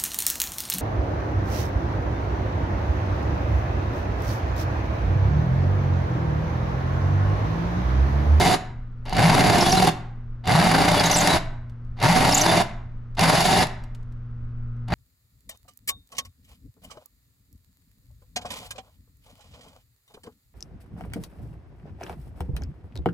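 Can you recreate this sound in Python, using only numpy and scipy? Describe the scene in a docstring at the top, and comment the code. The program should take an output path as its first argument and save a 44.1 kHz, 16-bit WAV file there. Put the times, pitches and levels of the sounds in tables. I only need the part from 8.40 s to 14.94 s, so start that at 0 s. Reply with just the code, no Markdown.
"""A cordless drill pushes a step bit through a clamped steel plate in six bursts, close by in a workshop.
Stick-slip chatter that quickens with speed drives three layers: bench rumble, plate rasp and scraping hiss.
Sine chirps make the squeaks; dying noise cracks make the catches and ticks. The first burst is already
under way and the last still runs at the end; between them the room rings out over a humming appliance."""
import sys
import numpy as np
from scipy import signal
from scipy.fft import rfft, irfft, next_fast_len
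from scipy.io import wavfile
from scipy.ndimage import uniform_filter1d

SR = 44100
rng = np.random.default_rng(int(sys.argv[2]) if len(sys.argv) > 2 else 0)


def int16_out(signal):
    """Quantize to a 16-bit WAV file."""
    q = np.round(np.clip(np.atleast_2d(signal).T, -1, 1) * 32767)
    wavfile.write(sys.argv[1], SR, q.astype(np.int16))


N = 288414
T = np.arange(N) / SR

# pulls of the trigger; the touch level is added to the three layers until the edge has sunk in:
# (on [s], off [s], creep before the squeeze [s], spin-up [s], top rate [slips/s], time to sink in [s],
#  first touch [dB], bench [dB], plate [dB], scrape [dB])
TRIGGER_PULLS = [(-.3, 0.147, 0, 0.11, 362, .05, -20, -22, -20, -27),
                 (.65, 1.493, .105, .25, 383, 0.16, -21.5, -21, -20, -27.5),
                 (2.037, 2.969, 0.0002, .29, 319, .065, -20.5, -22.5, -20.5, -27.5),
                 (3.561, 4.213, .015, .27, 355, 0.082, -34, -23, -20, -27),
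                 (4.768, 5.233, 0.0026, .115, 380, 0.049, -11, -23.5, -20, -26),
                 (6.475, 6.67, 0.024, 0.39, 276, 0.071, -22.5, -21, -22, -32.5)]
# rate of the barely turning bit [slips/s]; slowing time constant once the trigger is let go [s]
CREEP_SLIPS_PER_S, BRAKE_S = 45, .03
# the bit stops biting and skates on the steel: (time [s], half length [s], depth [0-1])
SKATES = [(1.282, 0.056, .6), (2.732, 0.14, .85), (3.978, .075, 1.0), (5.024, 0.058, 0.74)]
SKATE_DRAG = .14  # share of the speed lost to rubbing at depth 1
# change of the three layers at skate depth 1 [dB]
SKATE_BENCH_DB, SKATE_PLATE_DB, SKATE_SCRAPE_DB = -7, -3.5, 0.5
# the bench shakes hardest at this chatter rate [slips/s], over this spread [octaves], with this lift [dB]
SHAKE_HZ, SHAKE_OCTAVES, SHAKE_DB = 135, 0.52, 4
SWING_DB = 4.5  # extra lift of the low swing while the bench shakes hardest
# the scrape grows with speed, with no change at this rate
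FULL_SLIPS_PER_S, SCRAPE_DB_PER_OCTAVE = 400, 0.6
# spells in which the edges dig in evenly as the bit turns:
# (first bite [s], last bite [s], rate [bites/s], depth [dB])
THROBS = [(0.95, 1.107, 33, 5), (1.164, 1.3, 15.7, 1), (1.329, 1.5, 41.2, 6), (2.156, 2.297, 22.2, 3),
          (2.316, 2.486, 29.4, 5.5), (2.518, 2.765, 33, 6), (3.689, 3.945, 24.4, 3),
          (4.012, 4.2, 36.8, 3.5), (4.839, 5.02, 17.3, 3), (5.058, 5.22, 18, 3)]
# overtones of the slip rate: (multiple of the rate [1], relative level [dB])
GROWL_OVERTONES = [(2, -4), (3, -3), (4, -5.5)]

# an edge catches and snaps a chip: (time [s], relative strength [dB])
CATCHES = [(0.6544, -30.5), (0.6943, -18.5), (0.7312, -16.5), (0.7664, -11), (0.8364, -14.5),
           (1.0066, -7.5), (2.0562, -26.5), (2.0744, -8), (2.3174, -14.5), (2.8734, 1.5), (3.6012, -22),
           (3.6267, -7), (4.7935, -3), (4.8105, -5), (4.8774, -11), (5.2694, -18), (6.4837, -29.5),
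           (6.5054, -31), (6.5304, -28)]
# loose chips and the slack chuck tick: (time [s], relative strength [dB])
TICKS = [(3.2964, -45.5), (3.4481, -55), (4.7503, -41), (5.4378, -36.5), (5.5485, -36), (5.6284, -50.5),
         (5.7224, -48.5), (6.3654, -58)]
# the dry edge squeaks on the steel: (time [s], length [s], pitch [Hz], relative level [dB])
SQUEAKS = [(1.212, 0.0084, 5460, -20), (1.232, 0.011, 5330, -28.5), (1.297, .008, 6100, -26.5),
           (1.323, 0.01, 5500, -19), (2.599, 0.0036, 5028, -16), (2.663, 0.013, 6640, -23),
           (2.716, 0.0087, 6220, -18.5), (2.747, .020, 5970, -21), (2.77, 0.012, 7950, -20),
           (2.787, 0.013, 7660, -21.5), (2.811, 0.013, 6690, -22.5), (3.926, 0.0075, 5330, -18.5),
           (3.95, 0.012, 6950, -14.5), (3.981, 0.012, 7000, -17.5), (4.017, 0.011, 5970, -16),
           (4.81, 0.0074, 5760, -30.5), (1.268, 0.052, 3450, -31.5), (1.381, 0.033, 4140, -26.5),
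           (2.585, 0.04, 3500, -29), (2.655, 0.031, 3892, -28.5), (2.73, 0.014, 3700, -34),
           (2.917, 0.056, 3990, -27), (4.094, 0.044, 3604, -29), (5.209, 0.016, 4705, -27.5)]

# resonances of the bench: (frequency [Hz], width [Hz], lift [dB])
BENCH_MODES = [(171.5, 18, 11), (367.8, 24, 1)]
# resonances of the clamped plate: (frequency [Hz], width [Hz], lift [dB])
PLATE_MODES = [(588.6, 63, 6.6), (695, 30, 2.33), (746.5, 25, 12.6), (819, 20, 5), (910, 48, 3.3),
               (969, 52, 1), (1115, 25, 1.2), (2085, 41, 6), (2230, 35, 2.1), (3000, 160, 8.4)]
# resonances of the bit: (frequency [Hz], width [Hz], lift [dB])
BIT_MODES = [(3550, 110, 2.9), (3880, 81, 3), (4660, 290, 6.9), (6400, 56, 1.4), (6850, 130, 3.6),
             (10190, 900, 10.2)]
# broad colour of the bench rumble: (frequency [Hz], gain [dB])
BENCH_COLOUR = [(35, -21), (70, -2), (125, 0.5), (200, -2.5), (330, -4.5), (420, -4), (520, -9), (700, -52)]
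# broad colour of the plate rasp: (frequency [Hz], gain [dB])
PLATE_COLOUR = [(300, -26), (500, -12), (620, -1.5), (900, 1.5), (1050, -1), (1250, -4), (1700, -4),
                (2300, -6), (2700, -13), (3600, -39)]
# broad colour of the scraping hiss: (frequency [Hz], gain [dB])
SCRAPE_COLOUR = [(2000, -31), (2800, 4.5), (3250, -2), (3600, 2), (5200, -2.5), (7500, -7), (8600, -15),
                 (10500, -12.5), (12000, -17), (14100, -19.5), (14800, -42.5)]
# broad colour of a tick: (frequency [Hz], gain [dB])
TICK_COLOUR = [(200, -20.5), (900, 2), (3000, 0), (7000, -3), (14000, -15.5)]

# decay of the workshop's tail: (frequency [Hz], t60 [s])
ROOM_DECAY = [(100, 0.93), (400, 0.49), (1500, 0.67), (4000, 0.36), (8000, 0.36), (14000, 0.16)]
# the strongest rings carry less into the centre of the tail: (frequency [Hz], width [Hz], lift [dB])
ROOM_DIPS = [(750, 140, -5.5), (2100, 87, -1), (4646, 440, -6)]
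# gain on the side signal, for echoes and air: (frequency [Hz], gain [dB])
SIDE_COLOUR = [(30, -22), (80, -29.5), (200, -16), (700, -13.5), (1400, -8), (3000, -9.5), (9000, -11.5),
               (13000, -5)]
# partials of the appliance: (frequency [Hz], level before swell and waver [dB rms])
HUM_PARTIALS = [(118.4, -41), (236.9, -57.5), (425.3, -79.5), (1066, -84), (1244, -77), (1362, -77),
                (1480, -79), (1599, -84.5)]
# swell of the whole hum: (time [s], lift [dB])
HUM_SWELL = [(0, 2), (3.3, 3.5), (5.5, 1.5), (5.85, 4.5), (6.15, 6.5), (6.5, 9.5)]
# colour of the low room rumble: (frequency [Hz], gain [dB])
AIR_COLOUR = [(8, -6.5), (22, 15), (42, -2.5), (70, 0.5), (120, -12), (180, -17), (320, -25.5), (830, -36),
              (1250, -32.5), (3000, -50), (6300, -61.5), (8500, -76), (14000, -83.5)]
AIR_DB = -36

CUTOFF_HZ = 15600


def from_db(db):
    """Decibels to gain."""
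    return 10 ** (np.asarray(db) / 20)


def rms_one(x):
    """Scale to rms 1."""
    return x / np.sqrt(np.mean(x ** 2) + 1e-20)


def bell(u):
    """A smooth bump of height 1 around zero."""
    return np.exp(-np.minimum(u ** 2, 20))


def at_hz(points, hz):
    """Read a table on a log-frequency axis."""
    points = np.array(points)
    return np.interp(np.log(np.maximum(hz, 1)), np.log(points[:, 0]), points[:, 1])


def drift(rate):
    """Slow random wander of rms 1, drawn as lines between 2 * rate chance values per second."""
    knots = rng.standard_normal(int(N / SR * 2 * rate) + 2)
    return rms_one(np.interp(T * 2 * rate, np.arange(len(knots)), knots))


def colour(x, spectrum):
    """Give a sound a broad spectrum."""
    size = next_fast_len(N + SR // 2)
    hz = np.arange(size // 2 + 1) * SR / size
    return irfft(rfft(x, size) * from_db(at_hz(spectrum, hz)), size)[..., :N]


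def resonate(x, modes):
    """Each mode lifts or dips a band; a narrow lifted one rings on."""
    for hz, width_hz, lift_db in modes:
        r = np.exp(-np.pi * width_hz / SR)
        zeros = np.array([1, 0, -1]) * (1 - r * r) / 2
        poles = [1, -2 * r * np.cos(2 * np.pi * hz / SR), r * r]
        x = x + (from_db(lift_db) - 1) * signal.lfilter(zeros, poles, x)
    return x


def even(x):
    """Hold the slow level at 1 and keep the fast grain."""
    power = uniform_filter1d(np.mean(x ** 2, axis=0), size=3000)
    return x / np.sqrt(power + 1e-12)


def cutting(jitter, slip_share, rub, knock_db, shudder_db, growl_db, uneven_db, full_cut_db):
    """The edges stick and slip; every slip knocks the plate and tears a puff of fractures from it."""
    rate, bench_db, plate_db, scrape_db = cut(hunt=.025)
    load = bites(width=0.17, restless_db=1.4)

    slips = np.cumsum(rate * (1 + jitter * drift(60))) / SR
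    count = slips.astype(int)
    slip_sizes_db = uneven_db * np.clip(rng.standard_normal(count[-1] + 1), -2, 2)
    strength = from_db(slip_sizes_db)[count]
    # each slip is a dying puff over a steady rub
    tearing = rms_one(strength * np.exp(-(slips % 1) / slip_share) + rub)
    knocks = rms_one(np.diff(count, prepend=0) * strength)

    # slow slips swing the whole drill and bench; fast ones move it less
    swing_gain = from_db(2.0 * drift(25) + SWING_DB * shake(rate)) / np.sqrt(1 + (rate / 230) ** 3)
    swing = swing_gain * np.sin(2 * np.pi * slips)
    rumble = even(colour(tearing * grains(6000, spread_db=2.0, scatter_db=3.0), BENCH_COLOUR))
    bench = resonate(load * (rumble + from_db(shudder_db) * swing), BENCH_MODES)

    # overtones of the slips swell as they glide through the plate's resonances
    growl = np.zeros(N)
    for multiple, db in GROWL_OVERTONES:
        phase = 2 * np.pi * (multiple * slips + rng.random())
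        growl += from_db(db + 2.2 * drift(13)) * np.sin(phase)
    torn = tearing * grains(8000, spread_db=2.0, scatter_db=1.0)
    rasp = even(colour(torn + from_db(knock_db) * knocks, PLATE_COLOUR))
    plate = resonate(load * (rasp + from_db(growl_db) * colour(growl, PLATE_COLOUR)), PLATE_MODES)

    hiss = colour(tearing * grains(18000, spread_db=0.0, scatter_db=2.0), SCRAPE_COLOUR)
    # a light cut only rubs, and lacks the top of the hiss
    depth = np.minimum(from_db(scrape_db - full_cut_db), 1)
    hiss = depth * hiss + (1 - depth) * colour(hiss, [(4500, 5.5), (9000, -11.5)])
    scrape = resonate(load * hiss, BIT_MODES)

    layers = from_db(bench_db) * even(bench)
    layers = layers + from_db(plate_db) * even(plate)
    layers = layers + from_db(scrape_db) * even(scrape)
    return layers * trigger(rise_s=0.0093, coast_s=.012)


def cut(hunt):
    """Speed shifts the levels of bench and scrape; skating slows the bit and alters all three layers."""
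    rate, (bench_db, plate_db, scrape_db) = drive()
    skate = sum(depth * bell((T - s) / half_s) for s, half_s, depth in SKATES)
    rate = rate * (1 - SKATE_DRAG * skate) * (1 + hunt * drift(7))
    speed_db = SCRAPE_DB_PER_OCTAVE * np.log2(rate / FULL_SLIPS_PER_S)
    bench_db = bench_db + SKATE_BENCH_DB * skate + SHAKE_DB * shake(rate)
    plate_db = plate_db + SKATE_PLATE_DB * skate
    scrape_db = scrape_db + SKATE_SCRAPE_DB * skate + speed_db
    return rate, bench_db, plate_db, scrape_db


def drive():
    """The bit creeps, spins up and is braked while its edge sinks in: slips/s and layer levels in dB."""
    rate, levels = np.zeros(N), np.zeros((3, N))
    for on, off, creep_s, spin_s, top, sink_s, touch_db, *full_db in TRIGGER_PULLS:
        spin_up = np.tanh(np.maximum(T - on - creep_s, 0) / spin_s)
        speed = spin_up * np.exp(-np.maximum(T - off, 0) / BRAKE_S)
        shallow = np.cos(np.pi / 2 * np.clip((T - on) / sink_s, 0, 1)) ** 2
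        rate = np.where(T >= on, CREEP_SLIPS_PER_S + (top - CREEP_SLIPS_PER_S) * speed, rate)
        levels = np.where(T >= on, np.array(full_db)[:, None] + touch_db * shallow, levels)
    return rate, levels


def shake(rate):
    """How near the chatter is to the rate that shakes the bench, 0-1."""
    return bell(np.log2(rate / SHAKE_HZ) / SHAKE_OCTAVES)


def bites(width, restless_db):
    """The load swells each time an edge digs in, for a share of the turn, and wavers throughout."""
    load_db = restless_db * drift(70)
    for first, last, per_s, depth_db in THROBS:
        turns = (T - first) * per_s
        during = (turns > -.5) & (T < last + .5 / per_s)
        from_bite = turns - np.round(turns)
        load_db = load_db + during * depth_db * (bell(from_bite / width) - .5)
    return from_db(load_db)


def grains(per_s, spread_db, scatter_db):
    """Tiny fractures at random moments, sizes spread by spread_db, each at its own place round the bit."""
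    sizes = from_db(spread_db * np.minimum(rng.exponential(1, N), 3.3)) * rng.choice([-1, 1], N)
    places = from_db(scatter_db * np.clip(rng.standard_normal(N), -2, 2) * [[1], [-1]])
    return rms_one(sizes * places * (rng.random(N) < per_s / SR))


def trigger(rise_s, coast_s):
    """The cutting sound comes up quickly at each pull and dies quickly when the trigger is let go."""
    gate = np.zeros(N)
    for on, off, *_ in TRIGGER_PULLS:
        gate += np.clip((T - on) / rise_s, 0, 1) * np.exp(-np.maximum(T - off, 0) / coast_s)
    return gate


def squeaks(sag, arch, rasp, waver, octave_db):
    """A rubbing edge sings in a wavering, falling arch of pitch; the short squeaks are the roughest."""
    out, fast, slow = np.zeros(N), drift(900), drift(70)
    for s, length, hz, db in SQUEAKS:
        near = np.abs(T - s) < 2 * length
        u = (T[near] - s) / length
        roughness = min(1, .016 / length)
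        bend = roughness * (rasp * fast[near] - sag * u) + waver * slow[near] - arch * u ** 2
        phase = 2 * np.pi * np.cumsum(hz * (1 + bend)) / SR
        tone = np.sin(phase) + from_db(octave_db) * np.sin(2 * phase)
        out[near] += from_db(db + 2) * np.exp(-(2 * u) ** 4) * tone
    return out


def clicks():
    """Hard catches ring plate and bit; loose chips and the slack chuck only tick."""
    crack = snaps(CATCHES, t60=0.02)
    plate = resonate(colour(crack, PLATE_COLOUR), PLATE_MODES)
    bit = resonate(colour(crack, SCRAPE_COLOUR), BIT_MODES)
    ticks = colour(snaps(TICKS, t60=0.037), TICK_COLOUR)
    return from_db(-3.5) * plate + from_db(-9.5) * bit + from_db(-7) * ticks


def snaps(events, t60):
    """A short dying noise crack for each event."""
    hits = np.zeros(N)
    for s, db in events:
        hits[min(int(s * SR), N - 1)] = from_db(db)
    envelope = signal.lfilter([1], [1, -from_db(-60 / (t60 * SR))], hits + 1e-18)
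    return envelope * rng.standard_normal(N)


def workshop(x, early_db, early_t60, tail_db, side_tail_db):
    """The room's tail, plus quick echoes from bench and body that come from aside and give the width."""
    t, edges = T[:SR], np.geomspace(40, 16000, num=10)
    response = np.zeros((2, SR))
    # noise that dies away at its own pace in each band
    for low, high in zip(edges, edges[1:]):
        band_filter = signal.butter(2, [low, high], "band", fs=SR, output="sos")
        band = signal.sosfilt(band_filter, rng.standard_normal((2, SR)))
        response += band * from_db(-60 * t / at_hz(ROOM_DECAY, np.sqrt(low * high)))
    tail = rms_one(response * (t > .008)) / np.sqrt(SR)
    early_noise = rng.standard_normal(SR) * from_db(-60 * t / early_t60)
    early = rms_one(early_noise * (t > .002)) / np.sqrt(SR)

    source = x.mean(axis=0)
    mid = signal.fftconvolve(resonate(source, ROOM_DIPS), from_db(tail_db) * tail[0])[:N]
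    side_response = from_db(early_db) * early + from_db(side_tail_db) * tail[1]
    side = colour(signal.fftconvolve(source, side_response)[:N], SIDE_COLOUR)
    return x + mid + side * [[1], [-1]]


def background():
    """A motor hums with slightly wavering overtones over the low rumble of the room."""
    swell_db = np.interp(T, *np.transpose(HUM_SWELL))
    wander = np.cumsum(1 + 0.0004 * drift(5.7)) / SR
    hum = np.zeros(N)
    for hz, db in HUM_PARTIALS:
        level = from_db(db + .25 * drift(3.3)) * np.sqrt(2)  # rms to peak
        hum += level * np.sin(2 * np.pi * (hz * wander + rng.random()))
    mid, side = rms_one(colour(rng.standard_normal((2, N)), AIR_COLOUR))
    air = mid + colour(side, SIDE_COLOUR) * [[1], [-1]]
    # the hum leans slightly to the left
    return hum * from_db(swell_db) * from_db([[.4], [-.4]]) + from_db(AIR_DB) * air


def scene():
    """The drill in the room, over the hum."""
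    drill = cutting(jitter=.02, slip_share=0.28, rub=0.52, knock_db=-12.5, shudder_db=2,
                    growl_db=-8.5, uneven_db=1.47, full_cut_db=-27.5)
    drill = drill + squeaks(sag=0.0426, arch=0.17, rasp=.05, waver=0.012, octave_db=-16.5)
    drill = drill + clicks()
    return workshop(drill, early_db=-0.5, early_t60=.06, tail_db=-15, side_tail_db=-12) + background()


def record(dry):
    """The highest peaks are rounded and the top is cut steeply."""
    rounded = dry / (1 + (dry / .75) ** 4) ** .25
    steep_cut = signal.cheby2(14, 70, CUTOFF_HZ, fs=SR, output="sos")
    return signal.sosfilt(steep_cut, rounded)


dry = scene()
out = record(dry)
int16_out(out)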